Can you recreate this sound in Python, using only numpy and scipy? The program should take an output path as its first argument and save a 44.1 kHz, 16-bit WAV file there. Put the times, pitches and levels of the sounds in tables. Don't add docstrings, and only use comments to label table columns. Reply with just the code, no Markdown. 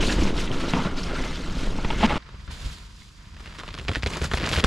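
import sys
import numpy as np
from scipy import signal
from scipy.fft import rfft, irfft, next_fast_len
from scipy.io import wavfile
from scipy.ndimage import uniform_filter1d

SR = 44100
rng = np.random.default_rng(int(sys.argv[2]) if len(sys.argv) > 2 else 0)


def log_audio(samples):
    frames = np.atleast_2d(samples).T
    limited = np.clip(frames, -1, 1)
    pcm = np.round(limited * 32767).astype(np.int16)
    wavfile.write(sys.argv[1], SR, pcm)


N = 205550

CUT_S = 2.181

# start_s, wind_db, frame_rumble_db
WIND_AND_RUMBLE_LEVELS = [(0.0, -21.5, -25), (0.15, -25, -31), (0.2, -18.5, -26.5), (0.245, -21, -28),
                          (0.28, -24, -29.5), (0.32, -25, -31), (0.75, -28, -31.5), (0.8, -20, -27.5),
                          (0.83, -27.5, -32.5), (1.4, -29.5, -35.5), (2.01, -24, -33), (2.17, -27, -30)]
# pitch_hz, relative_db
WIND_SPECTRUM = [(4.7, -27), (8.0, 9), (28, 6), (108, -11.5), (200, -5.5), (260, -100), (440, -120)]
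# pitch_hz, relative_db
RUMBLE_SPECTRUM = [(41, -13), (70, 1), (107, -14), (210, -5.5), (258, -3.5), (587, -13.5), (775, -22.5),
                   (900, -17.5), (1170, -22), (1980, -120)]
# start_s, fizz_db, fine_spray_db
TYRE_LEVELS = [(0.0, -34, -53), (0.01, -35, -32.5), (0.08, -39, -30.5), (0.13, -39.5, -32),
               (0.18, -38, -43), (0.21, -40, -35), (0.29, -34.5, -40), (0.33, -45.5, -48), (0.4, -38, -33),
               (0.47, -43, -49.5), (0.75, -38, -41.5), (0.87, -37.5, -44.5), (0.9, -42.5, -49),
               (0.958, -48.5, -49.5), (0.975, -38, -40), (1.02, -44, -41), (1.13, -40, -46.5),
               (1.16, -36.5, -41.5), (1.49, -46.5, -46.5), (1.63, -40.5, -40.5), (1.73, -46.5, -47),
               (1.9, -41, -46), (1.91, -38, -43), (1.95, -41, -45), (2.06, -27.5, -37), (2.07, -39, -49),
               (2.1, -31.5, -42.5), (2.17, -38, -45)]
# start_s, level_db
ROLL_LEVELS = [(0.0, -49), (0.1, -38.5), (0.3, -56), (0.45, -43), (0.68, -39), (1.26, -41), (1.37, -48.5),
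               (1.58, -44.5), (1.89, -42.5), (1.99, -53), (2.02, -38), (2.14, -37), (2.17, -38.5)]
# pitch_hz, relative_db
ROLL_SPECTRUM = [(240, 31.5), (400, 15), (759, 19), (1420, 17.5), (1580, -13), (1710, 5.5), (3000, -46),
                 (3900, -39), (6600, -120)]
# pitch_hz, relative_db
FIZZ_SPECTRUM = [(820, -27), (1400, 1.5), (1880, -3.5), (2140, 0.5), (2420, -4.5), (3040, -3), (5380, -18),
                 (7000, -30), (9100, -27), (15400, -120)]
# pitch_hz, relative_db
MIST_SPECTRUM = [(2350, -4.5), (4000, -3.5), (6640, -10), (10100, -23), (12300, -31.5), (14200, -42),
                 (15600, -54)]
# start_s, spray_rise_db (a negative one dips)
SPRAY_PUFFS = [(0.435, 6), (0.52, 8), (0.594, 9), (0.68, 6), (0.755, 2), (0.826, 2.5), (1.035, 1),
               (1.24, 2), (1.35, 4), (1.65, -0.5)]
# start_s, level_db, pitch_hz, length_s
SQUELCHES = [(0.006, -25.5, 2950, 0.016), (0.027, -27.5, 2700, 0.018), (0.047, -30, 3000, .02),
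             (0.092, -29.5, 1720, .03), (0.068, -34, 4230, 0.027), (0.116, -35, 1720, 0.045),
             (0.214, -33, 2600, 0.018), (0.271, -36, 2760, .02), (0.968, -44, 4500, .012),
             (0.98, -36.5, 4430, .025), (1.032, -33, 5100, 0.013), (0.869, -34.5, 1390, .035),
             (1.15, -35.5, 1500, 0.052), (1.356, -39, 4500, 0.0078), (1.407, -41.5, 4000, .015)]
# pitch_hz, width_hz, level_db
FRAME_MODES = [(695, 63, 2), (840, 27, 3), (915, 50, 4.5), (1050, 230, 4), (1280, 47, 5), (1984, 110, -3.5),
               (2190, 100, -2.5), (2445, 170, -3.5), (2700, 170, -3.5), (2880, 120, -11),
               (3240, 400, -13.5)]
# start_s, rattle_peak_db, tone_hz, tone_against_rattle_db,
# brightness_db_per_octave, hold_s, t60_s, first_blow_against_shaking_db
JOLTS = [(0.085, -20.5, 218, -14, 14, 0.016, 0.26, 18), (0.18, -24.5, 200, 1, 0, 0.0044, 0.032, 14),
         (0.22, -17.5, 300, 4.5, -3, 0.0047, 0.023, 23), (0.253, -18, 450, -4, -4, .002, 0.03, 32),
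         (0.355, -24.5, 300, 1, -2, .002, 0.076, 19.5), (0.473, -24, 224, 5.5, 19, .002, 0.032, 5),
         (0.661, -40, 220, -11, -7, 0.0036, 0.028, 24), (0.724, -36, 220, -15, 12, .001, .02, 26),
         (0.736, -7, 192, 3, 3, 0.0032, 0.012, 24), (0.748, -20, 202, 7, 3, .002, 0.027, 16),
         (0.761, -16.5, 266, -5, -3.5, 0.012, 0.067, 12), (0.786, -20, 218, -14, 1, 0.0076, 0.07, 18.5),
         (0.815, -27, 222, -2, -5, .008, 0.05, 20), (0.853, -21, 175, 6.5, -4, 0.0057, 0.041, 24),
         (1.783, -22, 210, 4, -4, 0.0042, 0.02, 12), (1.847, -14.5, 208, 1.5, 4, 0.003, 0.012, 16.5),
         (1.904, -12.5, 910, -5, 5.5, 0.0029, 0.022, 19.5), (2.023, -15, 218, -19, 2, 0.0067, 0.036, 12),
         (2.031, -8.5, 846, -2.5, -4.5, 0.0034, 0.048, 19.5), (2.036, -11.5, 219, 2, 2, 0.017, 0.03, 8),
         (2.054, -10, 220, -12, 7, 0.0026, 0.012, 24), (2.094, -19.5, 220, -25, 1.5, 0.0088, 0.081, 8),
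         (2.106, -15.5, 840, -4.5, -1.5, 0.0038, 0.083, 19.5), (2.124, -18, 220, -18, -7, 0.0049, 0.05, 25),
         (2.158, -18, 219, -14, 3, .004, 0.12, 24)]
# start_s, peak_db, pitch_hz
GRIT_TICKS = [(0.1909, -29, 3070), (0.367, -26, 4300), (0.378, -22, 3360), (0.515, -24, 3050),
              (0.6808, -27, 3350), (0.8214, -24, 3400), (1.0695, -26, 3200), (1.3542, -38, 3650),
              (1.411, -36, 3260), (2.001, -24, 3300)]

# pitch_hz, relative_db
WOODS_SPECTRUM = [(180, -28), (300, -1.5), (520, -23), (800, -31), (1000, -13), (4080, -35), (4440, -39),
                  (4660, -8), (7650, -21), (15600, -50)]
# start_s, crunch_db, spray_db, ground_rumble_db
PASS_LEVELS = [(2.19, -53, -83, -49), (2.37, -52, -64, -41), (2.472, -55.5, -57, -43.5),
               (2.482, -49.5, -70, -34.5), (2.515, -45, -47, -40), (2.53, -47.5, -47, -38.5),
               (2.6, -48, -47.5, -39.5), (2.664, -45, -44.5, -28.5), (2.74, -50.5, -47, -42),
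               (2.804, -52.5, -51.5, -41.5), (2.9, -56.5, -57.5, -45.5), (3.006, -58, -53, -44.5),
               (3.12, -60, -58.5, -48), (3.2, -55.5, -61, -47), (3.35, -55, -60, -40.5),
               (3.472, -49.5, -55, -42), (3.77, -46, -54.5, -41.5), (3.87, -51, -52.5, -35),
               (3.974, -45, -48.5, -37), (4.02, -49, -57, -33.5), (4.08, -40.5, -48, -30),
               (4.17, -35.5, -42, -41), (4.205, -44.5, -48.5, -36), (4.24, -33.5, -38.5, -25),
               (4.305, -45.5, -51, -35), (4.35, -39, -41.5, -36), (4.43, -33, -47, -33),
               (4.47, -35, -41, -33), (4.6, -34, -35.5, -36), (4.625, -36.5, -44, -40),
               (4.66, -30, -39.5, -35)]
# pitch_hz, relative_db
GROUND_SPECTRUM = [(7.1, -28), (12, -20), (43, 6), (65, 1.5), (118, -7), (211, -13.5), (266, -23.5),
                   (300, -22), (390, -85), (660, -120)]
# pitch_hz, relative_db
BODY_SPECTRUM = [(76, -35), (130, 2.5), (300, -7), (460, -7.5), (859, -12.5), (1200, -52), (1560, -32),
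                 (2640, -120)]
# pitch_hz, relative_db
CRUNCH_SPECTRUM = [(410, -74), (700, 5.5), (809, -43), (899, 11), (1270, 10.5), (1830, 8.5), (4950, -0.5),
                   (7000, -33), (9100, -23), (15400, -120)]
# pitch_hz, relative_db
SPRAY_SPECTRUM = [(2060, -8), (3500, -1.5), (4940, -4), (5660, -8.5), (7360, -7), (8450, -16),
                  (9870, -14.5), (15600, -37)]
# start_s, level_db, centre_hz, treble_against_clack_db, thud_db, t60_s
CLACKS = [(2.265, -35, 1280, -27, -55, 0.023), (2.29, -31, 1480, -24, -52, 0.037),
          (2.343, -64, 3430, -15, -30.5, 0.022), (2.478, -30.5, 1610, -23, -48, .04),
          (3.02, -36, 2130, -30, -57, .03), (3.345, -54, 1770, -21, -48, 0.033),
          (3.366, -35, 1880, -21, -55, 0.028), (3.405, -31.5, 1180, -12, -54, 0.032),
          (3.458, -29, 2120, -21, -45, 0.094), (3.474, -32, 2880, -31, -40, 0.12),
          (3.553, -32, 1800, -15, -52, 0.075), (3.587, -24.5, 1410, -8, -38, 0.097),
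          (3.599, -22, 1370, -25, -59, 0.054), (3.6345, -22.5, 1220, -20, -73, 0.032),
          (3.679, -27, 2780, -29, -38, 0.035), (3.688, -26, 1090, -28, -42, 0.021),
          (3.707, -29.5, 2500, -24, -47, 0.029), (3.742, -26, 1600, -35, -36, 0.0084),
          (3.749, -27, 1440, -10, -34, 0.019), (3.7875, -25, 2720, -11, -31, 0.013),
          (3.797, -24.5, 2720, -20, -35, 0.041), (3.813, -30, 1010, -9, -32.5, 0.064),
          (3.851, -38, 2850, -14, -38, 0.02), (3.883, -12.5, 2470, -37, -31, 0.031),
          (3.8855, -26, 2800, -23, -50, 0.033), (3.892, -14.5, 1790, -19, -17.5, 0.057),
          (3.915, -18, 1100, -18, -27, 0.061), (3.934, -22, 2100, -17, -52, 0.093),
          (3.942, -33, 2200, -18, -48, 0.023), (3.947, -29, 4500, -18, -40, 0.022),
          (3.951, -22, 2020, -24, -52, 0.0057), (3.957, -11.5, 1970, -20, -68, 0.029),
          (3.966, -22.5, 1940, -12, -22, 0.088), (3.973, -27, 2800, -20, -27, .02),
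          (4.025, -25, 4300, -26, -38, 0.059), (4.033, -21, 2000, -28, -25, 0.01),
          (4.039, -24, 4500, -15, -39, 0.011), (4.062, -13, 3000, -38, -19, 0.057),
          (4.07, -33, 2950, 9, -56, 0.093), (4.1, -20, 1070, -5, -36, 0.15),
          (4.135, -21, 2510, -20, -37, 0.044), (4.17, -24.5, 1850, 0, -41, 0.037),
          (4.216, -18, 1760, -11, -18.5, 0.038), (4.241, -16, 1630, -3.5, -29, 0.072),
          (4.3125, -26, 3000, -18, -44, .015), (4.315, -13, 1430, -22, -28, 0.057),
          (4.336, -10.5, 1750, -16, -15, 0.048), (4.374, -22, 3000, -16, -37, 0.046),
          (4.381, -32, 2500, -7, -42, .03), (4.4, -27, 2400, -20, -50, 0.043),
          (4.413, -30, 2200, -20, -41, .03), (4.442, -20, 2600, -18, -31, 0.025),
          (4.455, -16.5, 2000, -16, -34, 0.05), (4.463, -22, 5000, -4, -35, 0.023),
          (4.474, -13.5, 1600, -14, -30, 0.034), (4.491, -23.5, 3000, 2.5, -47, 0.026),
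          (4.514, -26, 2490, -10, -24, 0.032), (4.526, -14.5, 3300, -23, -25, 0.065),
          (4.534, -20, 3100, -16, -36, 0.026), (4.548, -31, 2500, -13, -28, 0.034),
          (4.559, -17, 1700, -17, -25, 0.028), (4.566, -17, 3300, -12, -33, 0.024),
          (4.575, -15, 2160, -10, -15.5, 0.046), (4.587, -19, 1760, -17, -21, 0.0099),
          (4.595, -18, 1810, -13, -52, 0.016), (4.599, -19, 2600, -12, -28, 0.012),
          (4.604, -16, 1280, -30, -35, 0.01), (4.632, -22, 1500, -25, -40, 0.051),
          (4.64, -11, 3470, -3.5, -12, 0.038), (4.6445, -3.5, 1580, -15, -17.5, 0.018)]
# pitch_hz, width_hz, level_db
THUD_MODES = [(70.5, 64, 6), (143.5, 54, -4), (300, 120, -4)]
# start_s, peak_db, pitch_hz
CRACKS = [(3.3457, -38, 2620), (3.3686, -35, 2390), (3.3982, -34, 1760), (3.4594, -28, 2270),
          (3.4676, -30, 2280), (3.4742, -31, 2330), (3.5078, -34, 2370), (3.5126, -33, 2170),
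          (3.525, -32, 2500), (3.5403, -36, 2940), (3.5539, -30, 2300), (3.5864, -28, 3030),
          (3.5933, -26, 2450), (3.6348, -27, 1400), (3.6635, -33, 2320), (3.6802, -27, 2320),
          (3.6901, -24, 2600), (3.7045, -31, 2100), (3.7113, -33, 3080), (3.7288, -34, 2630),
          (3.7418, -21, 3240), (3.7511, -25, 3210), (3.7781, -32, 2850), (3.7871, -22, 3080),
          (3.7938, -28, 2740), (3.8133, -29, 2680), (3.8502, -30, 3090), (3.8825, -14, 2700),
          (3.8852, -15, 2690), (3.8922, -18, 2250), (3.9158, -21, 1440), (3.9355, -26, 2430),
          (3.9467, -25, 3180), (3.9511, -14, 2170), (3.9573, -12, 2420), (3.9641, -19, 2550),
          (4.0243, -22, 2860), (4.0333, -12, 2580), (4.0358, -20, 2740), (4.0389, -19, 2920),
          (4.0625, -10, 3170), (4.0729, -16, 2770), (4.1038, -25, 2720), (4.1354, -19, 2850),
          (4.157, -24, 2970), (4.1708, -21, 3500), (4.2173, -18, 2590), (4.243, -20, 1800),
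          (4.2458, -18, 2810), (4.3154, -15, 1690), (4.3364, -13, 2930), (4.3419, -15, 1720),
          (4.3735, -14, 3030), (4.3786, -20, 2570), (4.3826, -18, 2520), (4.3998, -16, 2580),
          (4.4094, -20, 2270), (4.4131, -20, 2010), (4.4223, -20, 2280), (4.4321, -24, 2560),
          (4.4419, -14, 2750), (4.4448, -17, 1810), (4.4557, -15, 2030), (4.4731, -16, 1860),
          (4.4898, -21, 2470), (4.493, -19, 3710), (4.4964, -21, 3100), (4.515, -13, 2350),
          (4.5303, -15, 3430), (4.5328, -11, 2830), (4.5378, -17, 3110), (4.5599, -13, 2270),
          (4.5657, -13, 2440), (4.5723, -16, 2710), (4.5772, -13, 3030), (4.5864, -10, 2230),
          (4.5957, -13, 2000), (4.5993, -10, 2530), (4.6041, -12, 2690), (4.6151, -23, 2640),
          (4.6399, -7, 2360), (4.6453, -7, 1620)]
# pitch_hz, side_against_middle_db
STEREO_WIDTH = [(60, -15), (110, -28), (200, -16), (380, -11), (700, -8), (1290, -5), (2380, -3),
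                (4400, -4), (15000, -32)]
# pitch_hz, side_against_middle_db
TREBLE_SPREAD = [(1000, -50), (3000, -37), (9000, -9), (12500, -3), (15000, -6)]
# pitch_hz, left_against_right_db
PORT_BALANCE = [(600, 0), (3000, -1.4), (8000, -0.2), (14000, 7.5)]

USUAL_FIZZ_DB, RUMBLE_FOLLOWS = -40, 0.47
PUFF_RISE_S, PUFF_FIZZ = 0.012, 0.45
SQUELCH_WIDTH = 0.32
JOLT_RISE_S = 0.0032
TICK_WIDTH, TICK_T60_S = 0.13, 0.014

WOODS_DB = -61.5
CRUNCH_FAR_DB, CRUNCH_NEAR_DB = -58, -32
BODY_FAR_DB, BODY_NEAR_DB = -66, -29.5
ARRIVES_S, PASSES_S = 3.17, 4.4
GRAINS_FAR, GRAINS_NEAR = 0.25, 0.63
PAN_FAR_DB, PAN_NEAR_DB = -1, 2.5
WIDTH_FAR_DB, WIDTH_NEAR_DB = -0.5, -8.5

RATTLE_HISS, RATTLE_TICKS = 0.3, 4.5
CLACK_SCATTER_DB = 2
KNOCK_DB, KNOCK_FOLLOWS, USUAL_THUD_DB = -6.5, 0.66, -19
SMALL_OVER_DB, SMALL_SPREAD_DB = 5, 4
SMALL_HZ, SMALL_TREBLE_DB, SMALL_THUD_DB, SMALL_T60_S = 2200, -17, -20, 0.049

CRACK_WIDTH, BOUNCE_S, BOUNCE_DB = 0.87, 0.00045, -10.5
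LESSER_OVER_DB, LESSER_HZ = 4, 2600

LEFT_LAG_S, LAG_FADES_HZ = 3e-5, 4000
CEILING, EDGE_HZ = 0.62, 15730


def gain_of(db):
    return 10 ** (np.asarray(db) / 20)


def evened(x):
    return x / np.sqrt(np.mean(x ** 2) + 1e-20)


def spectrum_db(points, hz):
    f, value = np.transpose(points)
    return np.interp(np.log(hz + 1), np.log(f + 1), value)


def curve(rows, column):
    rows = np.vstack(rows)
    return np.interp(np.arange(N) / SR, rows[:, 0], rows[:, column])


def coloured(x, points):
    size = next_fast_len(N)
    hz = np.fft.rfftfreq(size, 1 / SR)
    inside = (hz >= points[0][0]) & (hz <= points[-1][0])
    shaped = rfft(x, size) * gain_of(spectrum_db(points, hz)) * inside
    return evened(irfft(shaped, size)[..., :N])


def white():
    return rng.standard_normal(N)


def lumps(per_s):
    return evened(signal.lfilter(*signal.butter(2, per_s, fs=SR), white()))


def grit(per_s, spread_db, grains):
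    sizes = gain_of(spread_db * np.minimum(rng.exponential(1, N), 3))
    hits = sizes * (rng.random(N) < per_s / SR)
    decay = np.exp(-1 / (0.0014 * SR))
    snaps = signal.lfilter([1], [1, -decay], hits) * white()
    grains = np.clip(grains, 0, 1)
    return np.sqrt(grains) * evened(snaps) + np.sqrt(1 - grains) * white()


def ring(x, modes):
    out = 0
    for hz, width, db in modes:
        pole = np.exp((2j * hz - width) * np.pi / SR)
        out = out + gain_of(db) * signal.lfilter([1 - abs(pole)], [1, -pole], x).imag
    return out


def dulled(x, hz):
    return signal.lfilter(*signal.butter(3, hz, fs=SR), x)


def thinned(x, hz):
    return signal.lfilter(*signal.butter(2, hz, "high", fs=SR), x)


def patchy(x, depth_db, frames, bins):
    z = signal.stft(x, nperseg=256, noverlap=192)[2]
    field = uniform_filter1d(rng.standard_normal(z.shape[-2:]), bins, 0)
    field = uniform_filter1d(field, frames, 1)
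    z = z * gain_of(depth_db * evened(field))
    return evened(signal.istft(z, nperseg=256, noverlap=192)[1][..., :N])


def add(mix, start_s, sound):
    part = mix[..., round(start_s * SR):][..., :sound.shape[-1]]
    part += sound[..., :part.shape[-1]]


def between(far, near, share):
    return far + (near - far) * np.clip(share, 0, 1)


def wind():
    return coloured(white(), WIND_SPECTRUM) * gain_of(curve(WIND_AND_RUMBLE_LEVELS, 1))


def frame_rumble(bumps):
    swell_db = curve(TYRE_LEVELS, 1) - USUAL_FIZZ_DB
    level_db = curve(WIND_AND_RUMBLE_LEVELS, 2) + RUMBLE_FOLLOWS * swell_db + 1.43 * bumps
    return coloured(grit(300, 6, 0.4), RUMBLE_SPECTRUM) * gain_of(level_db)


def puffs_db():
    out, u = np.zeros(N), np.arange(6000) / SR / PUFF_RISE_S
    for start_s, rise_db in SPRAY_PUFFS:
        add(out, start_s, rise_db * u * np.exp(1 - u))
    return out


def tyres_on_mud(bumps):
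    puffs = puffs_db()
    droplets = patchy(grit(2500, 6, 0.66), depth_db=1.5, frames=11, bins=3)
    roll = coloured(droplets, ROLL_SPECTRUM) * gain_of(curve(ROLL_LEVELS, 1) + 1.4 * bumps)
    fizz_db = curve(TYRE_LEVELS, 1) + PUFF_FIZZ * puffs + 0.16 * bumps
    fizz = coloured(droplets, FIZZ_SPECTRUM) * gain_of(fizz_db)
    fine = patchy(grit(4900, 6, 0.48), depth_db=3, frames=6, bins=4)
    mist = coloured(fine, MIST_SPECTRUM) * gain_of(curve(TYRE_LEVELS, 2) + puffs + 0.092 * bumps)
    return roll + fizz + mist


def riding():
    bumps = lumps(per_s=18)
    return wind() + frame_rumble(bumps) + tyres_on_mud(bumps)


def squelches():
    out, t = np.zeros(N), np.arange(3000) / SR
    for (start_s, level_db, hz, length_s), noise in zip(SQUELCHES, rng.standard_normal((len(SQUELCHES), 3000))):
        swell = np.sin(np.pi * np.clip(t / length_s, 0, 1) ** 0.35)
        band = [(hz, SQUELCH_WIDTH * hz, 0)]
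        fizz = evened(ring(ring(noise, band), band))
        add(out, start_s, gain_of(level_db) * swell * fizz)
    return out


def jolts():
    out, t = np.zeros(N), np.arange(6000) / SR
    for row, noise in zip(JOLTS, rng.standard_normal((len(JOLTS), len(t)))):
        start_s, peak_db, tone_hz, tone_db, bright_db, hold_s, t60_s, blow_db = row
        force = (1 - np.exp(-t / JOLT_RISE_S)) * gain_of(-60 * np.maximum(t - hold_s, 0) / t60_s)
        shaking = noise * force * (1 + 2.16 * (abs(noise) > 2.2))
        blows = shaking + gain_of(blow_db) * (t == 0)
        modes = [(hz, width, db + bright_db * np.log2(hz / 900)) for hz, width, db in FRAME_MODES]
        rattle = dulled(ring(blows, modes), hz=4500)
        tone = force * np.sin(2 * np.pi * tone_hz * t)
        add(out, start_s, gain_of(peak_db) * (rattle / abs(rattle).max() + gain_of(tone_db) * tone))
    return out


def grit_ticks():
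    out, t = np.zeros(N), np.arange(1500) / SR
    for (start_s, peak_db, hz), noise in zip(GRIT_TICKS, rng.standard_normal((len(GRIT_TICKS), len(t)))):
        hit = noise * gain_of(-60 * t / TICK_T60_S) + 2 * (t == 0)
        tick = ring(hit, [(hz, TICK_WIDTH * hz, 0)])
        tick = thinned(tick / abs(tick).max(), hz=2000)
        add(out, start_s, gain_of(peak_db) * dulled(tick, hz=8000))
    return out


def nearness():
    return (curve(PASS_LEVELS, 1) - CRUNCH_FAR_DB) / (CRUNCH_NEAR_DB - CRUNCH_FAR_DB)


def run_in():
    return (np.arange(N) / SR - ARRIVES_S) / (PASSES_S - ARRIVES_S)


def widened(make, points):
    size = next_fast_len(N)
    width = gain_of(spectrum_db(STEREO_WIDTH, np.fft.rfftfreq(size, 1 / SR)))
    side = irfft(rfft(make(), size) * width, size)[:N]
    side *= gain_of(between(WIDTH_FAR_DB, WIDTH_NEAR_DB, run_in()))
    mid = make()
    return coloured(np.array([mid + side, mid - side]), points)


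def woods_air():
    return gain_of(WOODS_DB) * widened(white, WOODS_SPECTRUM)


def ground_rumble():
    level_db = curve(PASS_LEVELS, 3) + 1.6 * lumps(per_s=47)
    return widened(white, GROUND_SPECTRUM) * gain_of(level_db)


def passing_tyres():
    bumps = lumps(per_s=21)
    grains = between(GRAINS_FAR, GRAINS_NEAR, 2 * run_in())
    body_db = between(BODY_FAR_DB, BODY_NEAR_DB, nearness()) + 0.38 * grains * bumps
    body = widened(lambda: grit(300, 1.3, grains), BODY_SPECTRUM) * gain_of(body_db)
    crunch = widened(lambda: grit(500, 6, grains), CRUNCH_SPECTRUM)
    crunch = patchy(crunch, depth_db=1, frames=2, bins=52)
    crunch *= gain_of(curve(PASS_LEVELS, 1) + 2.3 * grains * bumps)
    spray = widened(lambda: grit(2000, 6, grains), SPRAY_SPECTRUM)
    spray *= gain_of(curve(PASS_LEVELS, 2) + 4.2 * grains * bumps)
    pan_db = between(PAN_FAR_DB, PAN_NEAR_DB, run_in()) * [[0.5], [-0.5]]
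    return body + (crunch + spray) * gain_of(pan_db)


def small_clacks(count):
    when, size, pitch = rng.random((count, 3)).T
    at = (CUT_S * SR + when ** 0.45 * (N - 1 - CUT_S * SR)).astype(int)
    levels_db = curve(PASS_LEVELS, 1)[at] + SMALL_OVER_DB + SMALL_SPREAD_DB * (2 * size - 1)
    pitches_hz = SMALL_HZ * 2 ** (2.3 * (pitch - 0.5))
    return [(a / SR, db, hz, SMALL_TREBLE_DB, db + SMALL_THUD_DB, SMALL_T60_S)
            for a, db, hz in zip(at, levels_db, pitches_hz)]


def soil_thud(t):
    push = np.sin(np.pi * np.minimum(t / 0.0062, 1)) ** 2
    thud = thinned(ring(push, THUD_MODES), hz=44.7)
    return thud / abs(thud).max()


def clacks():
    out, t = np.zeros((2, N)), np.arange(3000) / SR
    thud = soil_thud(t)
    rows = list(CLACKS) + small_clacks(count=16)
    for row, (hiss, chance, side) in zip(rows, rng.standard_normal((len(rows), 3, len(t)))):
        start_s, level_db, hz, treble_db, thud_db, t60_s = row
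        scatter = (RATTLE_HISS + RATTLE_TICKS * (chance > 2.5)) * gain_of(-60 * t / t60_s)
        hits = (hiss + 0.15 * side * [[1], [-1]]) * scatter
        hits[:, 0] += 2.7 * np.sign(chance[-1])
        modes = [(hz, 0.16 * hz, 0), (1.19 * hz, 0.82 * hz, -6),
                 (0.374 * hz, 0.096 * hz, -8), (3300, 1200, -8)]
        part = thinned(dulled(ring(hits, modes), hz=5630), 0.17 * hz)
        treble = ring(ring(hits, [(5570, 17000, 0)]), [(5400, 13000, 0)])
        treble = thinned(dulled(treble, hz=7800), hz=3000)
        knock = ring(ring(hits, [(536, 1100, 0)]), [(535, 1100, 0)])
        part_size, treble_size, knock_size = [np.linalg.norm(v) / 6 for v in (part, treble, knock)]
        clack = part / part_size + gain_of(treble_db) * treble / treble_size
        lean_db = CLACK_SCATTER_DB * side[-1] * np.array([[0.5], [-0.5]])
        add(out, start_s, gain_of(level_db + lean_db) * clack)
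        knock_db = level_db + KNOCK_DB + KNOCK_FOLLOWS * (thud_db - level_db - USUAL_THUD_DB)
        low = gain_of(knock_db) * knock.mean(0) / knock_size
        add(out, start_s, low - gain_of(thud_db) * thud)
    return out


def cracks(count=90):
    out, t = np.zeros((2, N)), np.arange(200) / SR
    when, size, pitch = rng.random((count, 3)).T
    starts_s = ARRIVES_S + when ** 0.5 * (N / SR - ARRIVES_S)
    levels_db = curve(PASS_LEVELS, 1)[(starts_s * SR).astype(int)] + LESSER_OVER_DB + 6.6 * size
    lesser = zip(starts_s, levels_db, LESSER_HZ * 2 ** (1.5 * (pitch - 0.5)))
    rows = list(CRACKS) + list(lesser)
    for (start_s, peak_db, hz), (lean, late) in zip(rows, rng.standard_normal((len(rows), 2))):
        blow = -1.0 * (t == 0)
        blow[round(BOUNCE_S * SR * 2 ** (0.3 * late))] -= gain_of(BOUNCE_DB)
        snap = ring(blow, [(hz, CRACK_WIDTH * hz, 0), (1.43 * hz, hz, -9)])
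        snap = dulled(thinned(snap, 0.15 * hz), hz=6500)
        lean_db = 1.7 * lean * np.array([[0.5], [-0.5]])
        add(out, start_s, gain_of(peak_db + lean_db) * snap / abs(snap).max())
    return out


def spread(x, points):
    copy = thinned(x.mean(0), hz=1500) * lumps(per_s=150)
    gain = gain_of(spectrum_db(points, np.fft.rfftfreq(N, 1 / SR)))
    return x + irfft(rfft(copy) * gain, N) * [[1], [-1]]


def through_ports(x):
    hz = np.fft.rfftfreq(N, 1 / SR)
    balance = gain_of(spectrum_db(PORT_BALANCE, hz) * [[0.5], [-0.5]])
    lag_s = LEFT_LAG_S / (1 + (hz / LAG_FADES_HZ) ** 2) * [[1], [0]]
    return irfft(rfft(x) * balance * np.exp(-2j * np.pi * hz * lag_s), N)


def scene():
    aboard = np.clip((CUT_S - np.arange(N) / SR) / 0.00092, 0, 1)
    on_board = riding() + squelches() + jolts() + grit_ticks()
    trail = woods_air() + ground_rumble() + passing_tyres() + clacks() + cracks()
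    beside = spread(through_ports(trail), TREBLE_SPREAD)
    return aboard * on_board + (1 - aboard) * beside


def record(dry):
    rounded = CEILING * np.tanh(dry / CEILING)
    low_pass = signal.firwin(511, EDGE_HZ, window=("kaiser", 9), fs=SR)
    return signal.oaconvolve(rounded, low_pass[None], "same")


dry = scene()
out = record(dry)
log_audio(out)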